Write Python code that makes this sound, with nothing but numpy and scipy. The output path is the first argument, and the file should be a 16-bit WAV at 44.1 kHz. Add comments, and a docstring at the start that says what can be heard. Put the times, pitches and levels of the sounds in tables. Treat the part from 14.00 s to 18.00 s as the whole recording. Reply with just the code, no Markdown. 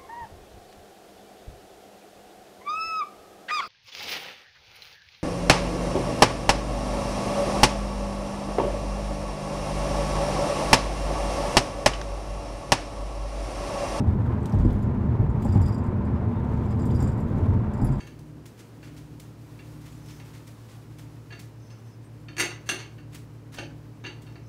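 """Inside a cruising car

With the windows closed, the road shakes the body into a deep rumble and the tyres roar. Patches in the
asphalt thump through the suspension. Small metal pieces, probably keys, collide and ring as the car
sways, and loose plastic ticks and squeaks now and then over a faint rustle."""
import sys
import numpy as np
from scipy import signal
from scipy.fft import rfft, irfft
from scipy.io import wavfile

SR = 44100
rng = np.random.default_rng(int(sys.argv[2]) if len(sys.argv) > 2 else 0)


def master(y):
    """Save y as 16-bit WAV."""
    cut = np.clip(np.atleast_2d(y).T, -1, 1)
    pcm = np.round(cut * 32767)  # scale
    wavfile.write(sys.argv[1], SR, pcm.astype(np.int16))


N = 176400
TIME = np.arange(N) / SR
BRIGHT_HZ, CUTOFF_HZ = 4300, 15650  # band of cracks and scrapes

# Spectrum of the body's rumble. Each row: frequency in Hz, relative density in dB.
RUMBLE_SPECTRUM = [(15, -30), (28, -22), (42, -7.5), (60, -14.5), (74, -0.5), (92, -5.5), (114, 0.5),
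                   (132, -4.5), (168, -10), (240, -9.5), (300, -17.5), (400, -21.5), (520, -26), (800, -43),
                   (2000, -86)]
# Coarseness of the asphalt. Each row: time in seconds, change of rumble level in dB.
COARSENESS = [(0, 1), (.2, 0), (.45, -1.5), (.7, 3), (.85, 0), (1.7, 0), (2.1, 0), (2.4, -0.5), (2.8, 2),
              (3.05, 3.5), (3.2, 0), (3.5, 0.5), (3.74, 0), (3.88, -2.5), (4, -1.5)]
# Air resonances of tyres and cabin. Each row: centre in Hz, width in Hz, level in dB.
CAVITY_MODES = [(205.75, 10.3, -37), (236.2, 11.4, -40.5), (349.8, 29, -45), (429.7, 26.6, -50),
                (598, 42.5, -51), (904.4, 35.7, -51.5), (1015.6, 76, -53)]
# Spectrum of tread and air. Each row: frequency in Hz, relative density in dB.
ROAR_SPECTRUM = [(200, -30.5), (450, -6), (700, -0.5), (1000, -1), (1180, -5.5), (1600, -11.5), (2300, -19),
                 (3000, -28.5), (4500, -35.5), (7000, -43.5), (11000, -46.5), (16000, -56)]
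# Course of the rustle. Each row: time in seconds, level in dB.
RUSTLE_LEVELS = [(0, -66), (.38, -66), (.6, -61), (.73, -62.5), (.9, -71), (1.35, -73), (1.45, -61),
                 (1.75, -69), (1.92, -87), (2.3, -70), (2.65, -64), (3, -62.5), (3.2, -67), (3.42, -61.5),
                 (3.65, -72), (3.86, -64), (4, -63.5)]
# Spectrum of the rustle. Each row: frequency in Hz, relative density in dB.
RUSTLE_SPECTRUM = [(1000, -4.5), (3200, 7), (5000, -1.5), (7500, -2.5), (10000, -8.5), (15500, -10)]
# A wheel meets a bump. Each row: start in seconds, thud pitch in Hz, then relative levels in dB
# of thud, boom, drumming and knock.
WHEEL_IMPACTS = [(.003, 102, -22, -34, -18.5, -35), (0.07, 84.8, -14, -25, -32, -41),
                 (0.536, 100, -13.5, -16, -19.5, -35), (0.584, 82, -20.5, -16.5, -26, -45),
                 (.648, 105, -13, -15, -14.5, -47), (1.19, 110.9, -19.5, -22.5, -23, -41.5),
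                 (1.284, 109.9, -18.5, -19.5, -44, -55), (1.452, 111.5, -26, -31, -20.5, -28),
                 (1.485, 92.5, -14, -32, -37, -46), (1.553, 104, -10.5, -39, -15.5, -29),
                 (1.601, 85.2, -12.5, -23, -33, -70), (2.838, 99.8, -31, -35, -28, -57),
                 (3.022, 109, -25, -22, -27, -50), (3.374, 95, -25, -30, -31.5, -61),
                 (3.42, 92, -14, -39.5, -40, -52), (3.484, 92, -12.5, -22, -27.5, -41),
                 (3.817, 122.1, -18, -18.5, -21, -32.5), (3.887, 135.9, -18, -25, -25, -42)]
# Boom, drumming and knock of the body. Each row: low and high edge in Hz, T60 in seconds.
BODY_BANDS = [(41, 60, 0.44), (182.5, 316.5, 0.19), (413, 900, 0.086)]
# Plastic impacts. Each row: start in seconds, level in dB, low and high edge in Hz.
PLASTIC_TICKS = [(.429, -51, 5500, 9050), (.456, -37.5, 4500, 9900), (.455, -37.5, 1730, 5030),
                 (.494, -46.5, 4200, 9500), (.521, -42, 4460, 5740), (.542, -52, 6470, 9000),
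                 (.586, -47, 4000, 9000), (1.425, -41, 1400, 3900), (1.656, -48, 3000, 3900),
                 (2.904, -41, 1900, 4300), (3.381, -55, 5000, 10000)]
# Keys touch. Each row: start in seconds, then relative levels in dB of the scrape and of the
# low, middle and high modes.
KEY_TOUCHES = [(0.6459, -54, -65, -64, -66), (0.7267, -48, -68, -69, -61), (0.8255, -43, -66, -63, -67),
               (1.295, -49, -74, -62.5, -74), (1.4207, -39, -62, -53, -60), (1.4466, -39, -68, -51.5, -61),
               (1.4614, -43, -64, -66, -66), (1.484, -50, -57, -59, -69), (1.5224, -48, -54.5, -55, -72),
               (1.5444, -48, -58, -55, -70), (1.5704, -53, -67, -63, -72), (1.6142, -37, -52, -52.5, -54),
               (1.6294, -50, -62, -69, -72), (1.6586, -42, -51, -52, -63), (1.6816, -39, -49, -60, -62),
               (1.7225, -48, -58, -60, -68), (1.7419, -50, -56, -57, -66), (1.7794, -49, -59, -59, -76),
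               (1.8382, -51, -73, -62, -71), (1.8627, -46, -69, -64, -71), (2.0487, -53, -67, -64.5, -75),
               (2.5326, -56, -66, -65, -81), (2.6584, -57, -69, -61, -68), (2.7067, -53, -71, -58, -77),
               (2.7931, -54, -59.5, -55, -76), (2.8174, -50, -61, -55, -72), (2.8544, -43, -61, -54, -63),
               (2.8694, -48, -69, -68, -57), (2.9093, -56, -56, -58, -73), (2.9452, -42, -56, -63, -63),
               (2.957, -47, -50, -54, -58), (3.0011, -41, -54, -49, -56), (3.024, -34, -53.5, -47.5, -62),
               (3.0414, -46, -53, -52, -69), (3.0729, -45, -56, -49, -71), (3.1143, -51, -63, -58.5, -73),
               (3.1737, -51, -75, -61, -68), (3.2016, -44, -67, -57.5, -65), (3.7344, -43, -62, -56.5, -67),
               (3.7733, -51, -62, -60, -76), (3.8132, -44, -59.5, -53.5, -71),
               (3.8442, -42, -58, -55, -42.5), (3.8694, -53, -57.5, -59, -75), (3.9204, -52, -60, -57, -66),
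               (3.952, -58, -64, -65, -76)]
# Modes of the keys. Each row: frequency in Hz, relative level in dB, T60 in seconds.
KEY_RESONANCES = [(3600, -12.5, 0.038), (4650, -11, .035), (4867, -1, 0.054), (5000, -10, 0.032),
                  (5540, -10, 0.073), (7090, -6, 0.038), (7440, -7, .07), (7620, -5.5, 0.027),
                  (8400, -6, .03), (8620, -11.5, .05), (10620, -4.5, .025), (10820, -5.5, 0.045),
                  (11850, -7, .02), (13400, -11, .018)]
# Trim rubs. Each row: time of the peak in seconds, level in dB, pitch in Hz.
TRIM_SQUEAKS = [(.705, -69, 3550), (2.375, -69, 3620), (2.715, -68.5, 5050)]


def from_db(db):
    """Amplitude ratio of a level in decibels."""
    return 10 ** (np.asarray(db) / 20)


def unit_rms(x):
    """Normalisation to unit power."""
    return x / np.sqrt(np.mean(x ** 2) + 1e-20)


def curve(rows):
    """Linear interpolation of (seconds, value) rows."""
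    return np.interp(TIME, *np.transpose(rows))


def drift(rate_hz):
    """Random fluctuation: low-passed noise of unit power."""
    hz = np.arange(N // 2 + 1) * SR / N
    return unit_rms(irfft(rfft(rng.standard_normal(N)) / (1 + (hz / rate_hz) ** 2), N))


def coloured(spectrum):
    """Noise of unit power, spectrally shaped by (Hz, dB) rows."""
    hz, db = np.transpose(spectrum)
    bins = np.arange(N // 2 + 1) * SR / N + 1e-6
    gain = from_db(np.interp(np.log(bins), np.log(hz), db))
    return unit_rms(irfft(rfft(rng.standard_normal(N)) * gain, N))


def band_noise(low_hz, high_hz):
    """Band-limited noise of unit power."""
    band = signal.butter(2, [low_hz, high_hz], "band", fs=SR, output="sos")
    white = rng.standard_normal(N + SR)
    return unit_rms(signal.sosfilt(band, signal.sosfilt(band, white))[SR:])


def decay(start, t60, attack_s=1e-4):
    """Damped envelope: a linear rise and an exponential fall of 60 dB in t60 seconds."""
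    age = TIME - start
    return np.clip(age / attack_s, 0, 1) * from_db(-60 * np.clip(age / t60, 0, 2))


def road(rumble_db=-25, flutter_db=1.62, cavity_share=.11):
    """Forced vibration: coarser asphalt drives the body harder, and the air cavities slightly so."""
    coarse_db = curve(COARSENESS)
    rumble = coloured(RUMBLE_SPECTRUM) * from_db(rumble_db + coarse_db + flutter_db * drift(6.7))
    cavity = sum(from_db(db) * band_noise(hz - width / 2, hz + width / 2)
                 for hz, width, db in CAVITY_MODES)
    return rumble + cavity * from_db(cavity_share * coarse_db)


def tyres(level_db=-43, flutter_db=1.41):
    """Transmission loss: the glass muffles the even roar of tread and air."""
    return coloured(ROAR_SPECTRUM) * from_db(level_db + flutter_db * drift(29))


def rustle(grain_db=3, patchy_db=2):
    """Friction noise: faint, grainy rubbing, as of a sleeve."""
    rubbing = coloured(RUSTLE_SPECTRUM) * from_db(grain_db * drift(280) + patchy_db * drift(25))
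    return from_db(curve(RUSTLE_LEVELS)) * unit_rms(rubbing)


def bumps(thud_gain_db=2.5, knock_gain_db=2, body_gain_db=-2, knock_hz=810):
    """Impact excitation: the floor thuds, the suspension knocks, the body rings longest in the lows."""
    out = np.zeros(N)
    for start, thud_hz, thud_db, _, _, knock_db in WHEEL_IMPACTS:
        thud = np.sin(2 * np.pi * (thud_hz * TIME + rng.random()))
        knock = np.sin(2 * np.pi * knock_hz * (TIME - start))
        out += from_db(thud_gain_db + thud_db) * decay(start, t60=.28, attack_s=.0082) * thud
        out += from_db(knock_gain_db + knock_db) * decay(start, t60=.09, attack_s=2 / knock_hz) * knock
    for band, (low, high, t60) in enumerate(BODY_BANDS):
        # Crowded modes act as noise, here with its envelope partly levelled.
        analytic = signal.hilbert(band_noise(low, high))
        ringing = unit_rms(analytic.real / np.sqrt(np.abs(analytic) ** 2 + .5))
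        power = sum((from_db(levels[band]) * decay(start, t60, attack_s=.9 / high)) ** 2
                    for start, _, _, *levels in WHEEL_IMPACTS)
        out += from_db(body_gain_db) * ringing * np.sqrt(power)
    return out


def plastic(crack_db=-12):
    """Heavy damping: loose plastic rings briefly in a broad band under a bright crack."""
    crack = from_db(crack_db) * band_noise(BRIGHT_HZ, CUTOFF_HZ)
    return sum(from_db(db) * decay(start, t60=.019, attack_s=.003) * (crack + band_noise(low, high))
               for start, db, low, high in PLASTIC_TICKS)


def key_ringing(gain_db=-2.5, scatter_db=3, detune=.005, chatter_s=.006, settle_s=.05, settle_db=-10):
    """Free vibration: keys of slightly different pitch collide firmly, then lightly as they settle."""
    mode_hz, mode_db, t60 = np.transpose(KEY_RESONANCES)
    group = np.digitize(mode_hz, [6400, 9600])  # low, middle or high
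    age = np.arange(SR // 12) / SR
    damping = np.exp(-np.log(1000) * age / t60[:, None])
    out = np.zeros(N + SR)
    for start, _, *group_db in KEY_TOUCHES:
        touch_db = gain_db + mode_db + np.array(group_db)[group]
        firm = [(chatter_s * (k + rng.random()) / 3, 0) for k in range(3)]
        light = [(delay, settle_db * (1 + delay / settle_s)) for delay in settle_s * rng.random(15)]
        for delay, force_db in firm + light:
            pitch_draw, level_draw = rng.standard_normal((2, len(mode_hz)))
            gains = from_db(touch_db + force_db + scatter_db * level_draw)
            signs = rng.choice([-1, 1], len(gains))
            phase = 2 * np.pi * np.outer(mode_hz * (1 + detune * pitch_draw), age)
            onset = int((start + delay) * SR)
            out[onset:onset + len(age)] += (gains * signs) @ (damping * np.sin(phase))
    return out[:N]


def key_scrapes(gain_db=-8.5, grit_db=4):
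    """Sliding friction: each touch of the keys gives a gritty burst; overlapping bursts add in power."""
    power = sum((from_db(db) * decay(start, t60=.02, attack_s=.0024)) ** 2
                for start, db, *_ in KEY_TOUCHES)
    grit = unit_rms(band_noise(BRIGHT_HZ, CUTOFF_HZ) * from_db(grit_db * drift(300)))
    return from_db(gain_db) * np.sqrt(power) * grit


def squeaks(swell_s=.03, spread=.06):
    """Frictional vibration: rubbing trim gives a rough, narrow band that swells and fades."""
    out = np.zeros(N)
    for peak, db, hz in TRIM_SQUEAKS:
        swell = np.exp(-((TIME - peak) / swell_s) ** 2)
        out += from_db(db) * swell * band_noise(hz * (1 - spread), hz * (1 + spread))
    return out


def cabin(direct, reflected_db=-6):
    """Reverberation: dense reflections from glass and trim die away quickly."""
    tail = rng.standard_normal(N) * decay(start=.0045, t60=.07)
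    tail /= np.sqrt(np.sum(tail ** 2))
    return direct + from_db(reflected_db) * signal.fftconvolve(direct, tail)[:N]


def scene():
    """Superposition in one channel: road noise and rustle, with small rattles reflected in the cabin."""
    ride = road() + tyres() + bumps() + rustle()
    rattles = key_ringing() + key_scrapes() + plastic() + squeaks()
    return (ride + cabin(rattles))[None]


def record(dry, fade_s=.002):
    """Band limiting: a steep low-pass cuts the top after both ends are briefly faded."""
    fade = np.clip(np.minimum(TIME, TIME[-1] - TIME) / fade_s, 0, 1)
    low_pass = signal.ellip(12, .1, 80, CUTOFF_HZ, fs=SR, output="sos")
    return signal.sosfilt(low_pass, dry * fade)


dry = scene()
out = record(dry)
master(out)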